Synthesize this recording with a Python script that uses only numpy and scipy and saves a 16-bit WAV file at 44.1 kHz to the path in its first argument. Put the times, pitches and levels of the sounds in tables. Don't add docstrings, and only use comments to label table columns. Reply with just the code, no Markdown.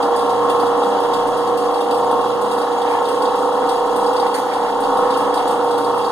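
import sys
import numpy as np
from scipy import signal
from scipy.fft import rfft, irfft
from scipy.io import wavfile
from scipy.ndimage import uniform_filter1d

SR = 44100
rng = np.random.default_rng(int(sys.argv[2]) if len(sys.argv) > 2 else 0)


def bounce(signal):
    frames = np.transpose(np.atleast_2d(signal))
    limited = np.clip(frames, -1, 1)
    pcm = np.round(limited * 32767).astype(np.int16)
    wavfile.write(sys.argv[1], SR, pcm)


N = 269451
TIME_S = np.arange(N) / SR
FREQ_HZ = np.maximum(np.arange(N + 1) * SR / (2 * N), 1)

# multiple of the motor speed, relative level in dB with the
ORDERS = [(2, -61.0, -63.0), (4, -49.5, -54.0), (5, -56.5, -56.0), (7, -44.5, -47.5), (9, -43.5, -42.5),
          (10, -35.5, -39.0), (11, -44.0, -43.0), (12, -46.0, -47.5), (13, -40.0, -43.5),
          (14, -41.5, -37.0), (15, -39.5, -43.5), (18, -41.5, -43.0), (19, -42.5, -41.5),
          (20, -38.0, -42.0), (21, -42.0, -48.5), (22, -39.5, -44.0), (23, -39.5, -40.5),
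          (24, -41.5, -42.0), (25, -28.0, -34.0), (26, -32.5, -27.5), (27, -29.5, -33.5),
          (28, -38.5, -36.5), (29, -33.5, -29.0), (30, -37.0, -33.5), (31, -29.5, -29.0),
          (32, -36.5, -33.0), (33, -38.0, -38.5), (34, -42.5, -36.5), (35, -34.5, -42.0),
          (36, -29.0, -31.5), (37, -36.5, -38.0), (38, -37.0, -37.5), (39, -39.0, -42.0),
          (40, -39.5, -42.5), (41, -46.5, -45.5), (43, -40.5, -39.0), (44, -44.0, -44.5),
          (45, -44.0, -47.0), (46, -50.0, -51.0), (49, -51.0, -45.0)]
# order, depth when free (0-1), depth when pinned (0-1),
# time of a crest in seconds.
ORDER_BEATS = [(4, 0.9, 0.05, 0.42), (14, 0.37, 0.32, 0.47), (15, 0.59, 0.59, 0.25), (20, 0.75, 0.45, 0.12),
               (22, 0.0, 0.9, 0.35), (23, 0.63, 0.12, 0.11), (25, 0.07, 0.66, 0.09), (27, 0.45, 0.0, 0.01),
               (30, 0.43, 0.11, 0.39), (31, 0.53, 0.02, 0.16), (32, 0.2, 0.24, 0.4), (33, 0.57, 0.36, 0.51),
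               (34, 0.53, 0.0, 0.88), (36, 0.36, 0.37, 0.44), (37, 0.17, 0.44, 0.47),
               (39, 0.19, 0.36, 0.64), (43, 0.53, 0.16, 0.58)]
# time in seconds, 16th order in dB, 17th order in dB.
BOOM_LEVEL = [(0.0, -23.5, -34), (0.5, -19, -29.5), (0.8, -20.5, -27.5), (1.2, -21.7, -31.5),
              (2.0, -22, -26.5), (2.35, -20.7, -27.5), (2.67, -24, -27), (2.9, -22, -26), (3.3, -24.5, -24),
              (3.76, -22.7, -24.5), (4.25, -22, -22), (4.38, -29.5, -27.5), (4.66, -23, -35),
              (4.99, -26.5, -23.5), (5.16, -23.5, -23.5), (5.47, -26, -28.5), (5.75, -20, -28.5),
              (6.11, -25.5, -28.5)]
# time in seconds, loss of speed in turns per second.
SPEED_LOSS = [(0, -.018), (2.85, -.018), (3, .01), (3.55, .02), (3.95, .076), (4.15, .065), (4.3, .028),
              (4.45, .03), (4.8, -.022), (6.11, -.008)]
# time in seconds, pressure (0-1).
PRESSURE = [(0, 0), (2.1, 0), (3.1, .9), (4.4, 1), (4.9, .7), (6.11, .65)]
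# time in seconds, relative level in dB.
SHEET_LEVEL = [(0, -20), (1.15, -20.5), (1.55, -22.5), (2.25, -21), (2.5, -21), (2.9, -20), (3.03, -20),
               (3.075, -23), (3.12, -21), (3.68, -19.5), (3.74, -24), (3.8, -21.5), (4.27, -19.5),
               (4.36, -22), (4.65, -21), (4.95, -20.5), (5.06, -17), (5.18, -20.5), (5.3, -19.5),
               (6.11, -21)]
# frequency in Hz, relative dB per Hz.
SHEET_RESPONSE = [(25, -37), (90, -29.5), (170, -14.5), (225, -11.5), (280, 0.5), (340, -6.5), (430, -3.5),
                  (500, 0), (550, -3.5), (700, -3), (800, 3.5), (1150, -3), (1420, -8.5), (1900, -37.5),
                  (4000, -88)]
# centre in Hz, width in Hz, dB over the broad response.
FRAME_RING = [(205, 4, 11), (282, 14, 6), (485, 12, 9), (603, 7, 9)]
# frequency in Hz, relative dB per Hz.
DRIVE_RESPONSE = [(1200, -8.5), (2600, -13), (3400, 5.5), (4200, -8.5), (5300, 2), (6300, -13.5),
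                  (7500, -2.5), (9000, -6.5), (10200, -2.5), (11300, -3.5), (12800, -9.5), (15500, -10)]
# centre in Hz, width in Hz, dB over the broad response.
CHUCK_RING = [(2050, 48, 18), (2730, 180, 26.5), (3220, 50, 0.5), (3800, 260, 5), (4420, 260, 10),
              (4760, 190, 11), (5670, 270, 4), (6780, 120, 8), (8430, 1050, 5), (9370, 140, -2),
              (10700, 170, 8.5), (13900, 220, 6)]
# centre in Hz, width in Hz, dB over the broad response.
STEEL_MODES = [(3285, 22, 7), (3410, 25, 7), (3725, 25, 6), (3870, 30, 5), (3965, 22, 5), (4770, 30, 4),
               (6830, 30, 4), (8450, 30, 6), (8860, 40, 5), (9400, 30, 6)]
# frequency in Hz, relative dB per Hz.
TEETH_RESPONSE = [(700, -16), (1400, -2.5), (1750, 3.5), (2000, -2), (2200, -3.5), (2500, -10.5), (3200, 1),
                  (4200, -35.5), (6500, -16), (15000, -63)]
# time in seconds, relative level in dB.
RASP_LEVEL = [(0, -40.5), (1.1, -41), (2.4, -44), (2.9, -39.5), (3.4, -44), (3.85, -42), (4.2, -43),
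              (4.7, -43.5), (5.1, -40), (5.4, -39.5), (5.7, -43.5), (6.11, -44)]
# centre in Hz, width in Hz, relative peak gain in dB.
CHIP_RING = [(3000, 800, -2), (3800, 700, -3), (4400, 700, -3)]
# time in seconds, relative body level in dB, relative treble level in dB.
HARD_KNOCKS = [(0.027, -26.5, -32), (0.1608, -28, -28.5), (0.193, -30, -35), (0.295, -26.5, -37),
               (0.497, -24.5, -30), (0.5995, -26, -32), (0.665, -28, -34), (0.8322, -28, -34),
               (1.0015, -34, -36), (1.034, -28, -37), (1.1352, -22, -29), (1.2705, -37, -33.5),
               (1.3728, -37, -32), (1.4724, -34, -35), (1.574, -27.5, -28.5), (1.7415, -30, -35),
               (1.808, -26.5, -33), (1.9092, -25, -30.5), (1.944, -32, -32), (2.1116, -29, -33),
               (2.2118, -31, -38), (2.4134, -39, -30.5), (2.5144, -27, -29.5), (2.582, -30, -33),
               (2.615, -29, -38), (2.817, -27, -38), (3.053, -27, -35), (3.086, -27, -29.5),
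               (3.221, -25.5, -31), (3.255, -24, -40), (3.3553, -31, -34), (3.524, -34, -38),
               (3.691, -21.5, -29), (3.928, -39, -38), (3.961, -33, -28), (4.0642, -29.5, -35),
               (4.131, -28, -34), (4.164, -24.5, -34), (4.1976, -25, -35), (4.2662, -26, -35),
               (4.534, -31, -34), (4.803, -40, -30), (4.838, -26, -39), (4.971, -29, -32),
               (5.106, -24.5, -34), (5.1404, -23, -37), (5.1726, -33, -29), (5.3418, -25, -28),
               (5.375, -24.5, -33), (5.477, -31, -28.5), (5.509, -29, -30), (5.644, -37, -37),
               (5.71, -27, -33), (5.7788, -29, -30), (5.845, -28, -34), (5.979, -36, -33.5),
               (6.0477, -24.5, -35)]
# start in seconds, length in seconds, level in dB, centre in Hz.
SKIDS = [(2.85, .17, -38.5, 2450), (3.612, .05, -37, 1790), (4.205, .09, -36.5, 1790),
         (4.324, .085, -33.5, 1700), (4.42, .3, -37, 1620), (4.5, .04, -36, 1850),
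         (4.665, .05, -36.5, 1720), (5.06, .1, -41, 2000)]
# start in seconds, relative level in dB.
CATCHES = [(4.343, -21), (4.349, -24), (4.363, -29), (4.393, -35)]
# frequency in Hz, relative level in dB, 60 dB decay time in seconds.
CUP_MODES = [(1900, 7, .025), (3300, 6, .025), (4630, 6, .035), (4400, 5, .03), (6175, -12, .15),
             (8870, 1, .09), (9030, -1, .1), (11570, -18, .11), (12560, -11, .13)]
# frequency in Hz, left minus right in dB.
PORT_BALANCE = [(60, 3.5), (120, 4.5), (200, 3), (290, -2), (480, -4), (680, 2), (1290, -1), (2380, -7),
                (4400, -0.5), (8400, 10), (12000, 0.5)]

MOTOR_HZ, SPINDLE_HZ, BELT_HZ = 29.727, 6.195, 3.445
SLIP_BEAT_HZ = 1.092
SPINDLE_SLACK_S, BELT_SLACK_S = 0.027, 0.26
KNOCK_PHASE_TURNS, FRAME_SMEAR_TURNS = .78, .18
ORDER_WAVER, LOWER_WAVER, UPPER_WAVER = .18, .09, .24
DRONE_OFFSET_DB, CLATTER_OFFSET_DB, CLATTER_PINNED_DB = .5, -3.2, -.9
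BUZZ_DB, FLUTTER_DB = 2.0, 1.1
CHATTER_DB, CHATTER_LOAD_DB = -36.5, 0.6
RISE_S, CRACK_S, TOP_CRACK_S = .002, .0065, .009
BODY_TINT_HZ, TOP_TINT_HZ = (3100, 4900), (8000, 9800)
CROSS_LAG_SAMPLES, CROSS_SHARE = 17, .74
TOP_HZ = 15300


def undb(db):
    return 10 ** (np.asarray(db) / 20)


def unit(x):
    return x / np.sqrt(np.mean(np.abs(x) ** 2))


def curves(table):
    time_s, *columns = np.transpose(table)
    return [np.interp(TIME_S, time_s, column) for column in columns]


def shape(points):
    hz, db = np.transpose(points)
    return np.interp(np.log(FREQ_HZ), np.log(hz), db)


def peaks(table):
    return sum(peak_db / (1 + (2 * (FREQ_HZ - hz) / width_hz) ** 2) for hz, width_hz, peak_db in table)


def colour(x, db):
    cepstrum = irfft(np.log(undb(db)))
    cepstrum[1:N] *= 2
    cepstrum[N + 1:] = 0
    response = np.exp(rfft(cepstrum))
    return irfft(rfft(x, 2 * N) * response)[..., :N]


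def walk(rate_hz):
    knots = rng.standard_normal(int(N / SR * rate_hz) + 3)
    line = np.interp(TIME_S * rate_hz + rng.random(), np.arange(len(knots)), knots)
    return unit(uniform_filter1d(line, int(SR / rate_hz / 2)))


def spread(mid, side):
    return np.array([mid + side, mid - side])


def cycle(hz, crest_s):
    return np.cos(2 * np.pi * hz * (TIME_S - crest_s))


def slip_beat(depth, crest_s):
    return np.sqrt(1 + 2 * depth * cycle(SLIP_BEAT_HZ, crest_s) / (1 + depth ** 2))


def throb(turns, db, crest_turns):
    return unit(undb(db * np.cos(2 * np.pi * (turns - crest_turns))))


def partial(turns, order, waver, waver_hz, side=0.4):
    angle = 2 * np.pi * order * turns
    sine, cosine = np.sin(angle), np.cos(angle)
    tone = sine * (1 + waver * walk(waver_hz)) + cosine * waver * walk(waver_hz)
    tone /= np.sqrt(.5 + waver ** 2)
    return spread(tone, side * (.5 + 7 / order) * (-1) ** order * cosine)


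def drone(turns, shake_db, pressure, waver_hz=11):
    beat = {order: slip_beat(free + (pinned - free) * pressure, crest_s)
            for order, free, pinned, crest_s in ORDER_BEATS}
    flutter = unit(undb(FLUTTER_DB * (walk(16) + walk(110))))
    buzz = throb(turns, db=BUZZ_DB, crest_turns=0.61) * flutter
    out = np.zeros((2, N))
    for order, free_db, pinned_db in ORDERS:
        in_sheet = order > 22
        level_db = DRONE_OFFSET_DB + free_db + (pinned_db - free_db) * pressure
        gain = beat.get(order, 1)
        smear_turns = FRAME_SMEAR_TURNS
        if in_sheet:
            level_db = level_db + shake_db - shake_db.mean()
            gain = gain * buzz
            smear_turns = 1
        scatter = smear_turns * rng.standard_normal()
        shifted = turns - KNOCK_PHASE_TURNS + scatter / order
        out += undb(level_db) * gain * partial(shifted, order, ORDER_WAVER, waver_hz)
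    return out


def boom(turns, waver_hz=16, crest_turns=.55):
    lower_db, upper_db = curves(BOOM_LEVEL)
    lower = partial(turns - crest_turns, order=16, waver=LOWER_WAVER, waver_hz=waver_hz)
    upper = partial(turns - crest_turns, order=17, waver=UPPER_WAVER, waver_hz=waver_hz)
    return undb(lower_db) * lower + undb(upper_db) * upper


def strokes(turns, count, fade, scatter_db):
    slot = turns * count + 1
    size = undb(scatter_db * rng.standard_normal(int(slot.max()) + 1))
    return unit(size[slot.astype(int)] * np.exp(-(slot % 1) / fade))


def clatter(turns, shake_db, side=0.35, wide_hz=250, repeat=.17):
    slaps = strokes(turns, count=6, fade=1.0, scatter_db=3.0) * rng.standard_normal((2, N))
    slaps = slaps + repeat * np.roll(slaps, round(SR / MOTOR_HZ), axis=1)
    mid = colour(slaps[0], shape(SHEET_RESPONSE) + peaks(FRAME_RING))
    wide = colour(slaps[1], shape(SHEET_RESPONSE) + 10 * np.log10(1 + (wide_hz / FREQ_HZ) ** 2))
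    return undb(CLATTER_OFFSET_DB + shake_db) * spread(unit(mid), side * unit(wide))


def dense_modes(x, ring_s=0.0049, room_s=0.018, room_db=-7):
    age_s = TIME_S[:SR // 4]
    ring, room = np.exp(-age_s / ring_s), np.exp(-age_s / room_s)
    response = (unit(ring) + undb(room_db) * unit(room)) * rng.standard_normal((2, len(age_s)))
    return signal.fftconvolve(x, unit(response) / np.sqrt(len(age_s)), axes=1)[:, :N]


def steel():
    db = shape(DRIVE_RESPONSE) + peaks(CHUCK_RING) + peaks(STEEL_MODES)
    return db - 10 * np.log10(np.mean(undb(db) ** 2))


def slackness(spindle_db=1.0, belt_db=1.0):
    return spindle_db * cycle(SPINDLE_HZ, SPINDLE_SLACK_S) + belt_db * cycle(BELT_HZ, BELT_SLACK_S)


def chatter(turns, chatter_db, patchy_db=0.5, side=1.0, dull_hz=8000):
    grit = strokes(turns, count=19, fade=0.4, scatter_db=1.0) * undb(patchy_db * walk(13.0))
    force = grit * rng.standard_normal((2, N))
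    dulling_db = 10 * np.log10(1 + (FREQ_HZ / dull_hz) ** 4)
    mid, wide = dense_modes(colour(force, steel() - dulling_db))
    return undb(chatter_db) * spread(mid, side * wide) / np.hypot(1, side)


def scrape(turns, scrape_db, offset_db=3):
    rub = strokes(turns, count=7, fade=0.62, scatter_db=2.0) * rng.standard_normal((2, N))
    return undb(scrape_db + offset_db) * unit(dense_modes(colour(rub, shape(TEETH_RESPONSE))))


def chips(db=-48, side=0.3, per_s=450, scatter_db=3.0):
    size = undb(scatter_db * np.minimum(rng.exponential(size=N), 3))
    snaps = (rng.random(N) < per_s / SR) * size * rng.standard_normal((2, N)).clip(-1, 1)
    response = sum(undb(peak_db) / (1 + (2 * (FREQ_HZ - hz) / width_hz) ** 2)
                   for hz, width_hz, peak_db in CHIP_RING)
    ringing = colour(snaps, 20 * np.log10(response))
    mid, wide = dense_modes(ringing, ring_s=.0012, room_s=.02, room_db=-12)
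    return undb(db) * spread(unit(mid), side * unit(wide))


def knocks(slack_db, body_db=-44, body_scatter_db=3.5, treble_db=-44, treble_scatter_db=4.0):
    time_s = (np.arange(int(N / SR * MOTOR_HZ)) + KNOCK_PHASE_TURNS) / MOTOR_HZ
    body_size, treble_size = np.clip(rng.standard_normal((len(time_s), 2)).T, -1.5, 1.5)
    play_db = np.interp(time_s, TIME_S, slack_db)
    gap_s = np.abs(time_s[:, None] - np.array(HARD_KNOCKS)[:, 0]).min(axis=1)
    rows = np.column_stack([time_s, body_db + play_db + body_scatter_db * body_size,
                            treble_db + play_db + treble_scatter_db * treble_size])
    return rows[gap_s > .5 / MOTOR_HZ]


def tinted(hz_range, size, sharpness=5, lift=1.6):
    noise = rng.standard_normal((2, size))
    b, a = signal.iirpeak(rng.uniform(*hz_range), sharpness, fs=SR)
    return unit(noise + lift * signal.lfilter(b, a, noise))


def ticks(rows, body_gain_db=-3.0, top_gain_db=-4.0, ring_s=0.057, ring_db=-13,
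          top_ring_s=0.058, top_ring_db=-3.0, split_hz=6500):
    body, top = np.zeros((2, 2, N))
    age_s = TIME_S[:SR // 4]
    contact = 1 - np.exp(-age_s / RISE_S)
    body_decay = contact * (np.exp(-age_s / CRACK_S) + undb(ring_db) * np.exp(-age_s / ring_s))
    top_decay = contact * (np.exp(-age_s / TOP_CRACK_S) + undb(top_ring_db) * np.exp(-age_s / top_ring_s))
    for time_s, body_db, treble_db in rows:
        i = int((time_s - RISE_S) * SR)
        body_burst = undb(body_db + body_gain_db) * body_decay * tinted(BODY_TINT_HZ, len(age_s))
        top_burst = undb(treble_db + top_gain_db) * top_decay * tinted(TOP_TINT_HZ, len(age_s))
        body[:, i:i + len(age_s)] += body_burst[:, :N - i]
        top[:, i:i + len(age_s)] += top_burst[:, :N - i]
    low = signal.sosfilt(signal.butter(6, split_hz, fs=SR, output="sos"), body)
    high = signal.sosfilt(signal.butter(2, split_hz, "high", fs=SR, output="sos"), top)
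    return colour(low + high, steel())


def skids(turns):
    out = np.zeros((2, N))
    rasp = strokes(turns, count=5, fade=1.0, scatter_db=2.0) * rng.standard_normal((2, N))
    for start_s, length_s, db, hz in SKIDS:
        band = signal.butter(2, [hz / 1.5, hz * 1.2], "band", fs=SR, output="sos")
        swell = np.sin(np.pi * np.clip((TIME_S - start_s) / length_s, 0, 1))
        out += undb(db) * swell * unit(signal.sosfilt(band, rasp))
    return out


def catches(crack_s=0.0018, tail_db=-12, tail_s=0.074, ring_db=-12):
    out = np.zeros((2, N))
    age_s = TIME_S[:SR // 4]
    clack = np.exp(-age_s / crack_s) + undb(tail_db) * np.exp(-age_s / tail_s)
    for start_s, db in CATCHES:
        ring = sum(undb(mode_db - 60 * age_s / t60_s)
                   * np.sin(2 * np.pi * (hz * age_s + rng.random((2, 1))))
                   for hz, mode_db, t60_s in CUP_MODES)
        rustle = unit(undb(3 * walk(120)[:len(age_s)]))
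        noise = rustle * clack * rng.standard_normal((2, len(age_s)))
        i = int(start_s * SR)
        out[:, i:i + len(age_s)] += undb(db) * (undb(ring_db) * ring + noise)
    return signal.sosfilt(signal.butter(2, [1100, 12000], "band", fs=SR, output="sos"), out)


def scene(slack_share=0.61):
    turns = np.cumsum(MOTOR_HZ - curves(SPEED_LOSS)[0]) / SR
    turns = turns + .0015 * walk(2.5) + .0014 * walk(14)
    pressure = curves(PRESSURE)[0]
    shake_db = curves(SHEET_LEVEL)[0]
    slack_db = slackness()

    machine = drone(turns, shake_db, pressure) + boom(turns)
    machine += clatter(turns, shake_db + CLATTER_PINNED_DB * pressure)

    chatter_db = CHATTER_DB + CHATTER_LOAD_DB * pressure + slack_share * slack_db
    drive = chatter(turns, chatter_db) + ticks([*HARD_KNOCKS, *knocks(slack_db)])

    rubbing = scrape(turns, curves(RASP_LEVEL)[0]) + skids(turns)
    saw = throb(turns, db=0.5, crest_turns=0.48) * rubbing + chips() + catches()
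    return machine + drive + saw


def record(dry, cross_hz=1750):
    ports = rfft(dry, 2 * N) * undb(np.array([[.5], [-.5]]) * shape(PORT_BALANCE))
    share = CROSS_SHARE / (1 + (cross_hz / FREQ_HZ) ** 6)
    delay = np.exp(-2j * np.pi * FREQ_HZ * CROSS_LAG_SAMPLES / SR)
    wide = (ports - share * delay * ports[::-1]) / np.hypot(1, share)
    low_pass = signal.ellip(8, .2, 80, TOP_HZ, fs=SR, output="sos")
    return signal.sosfilt(low_pass, irfft(wide)[:, :N])


dry = scene()
out = record(dry)
bounce(out)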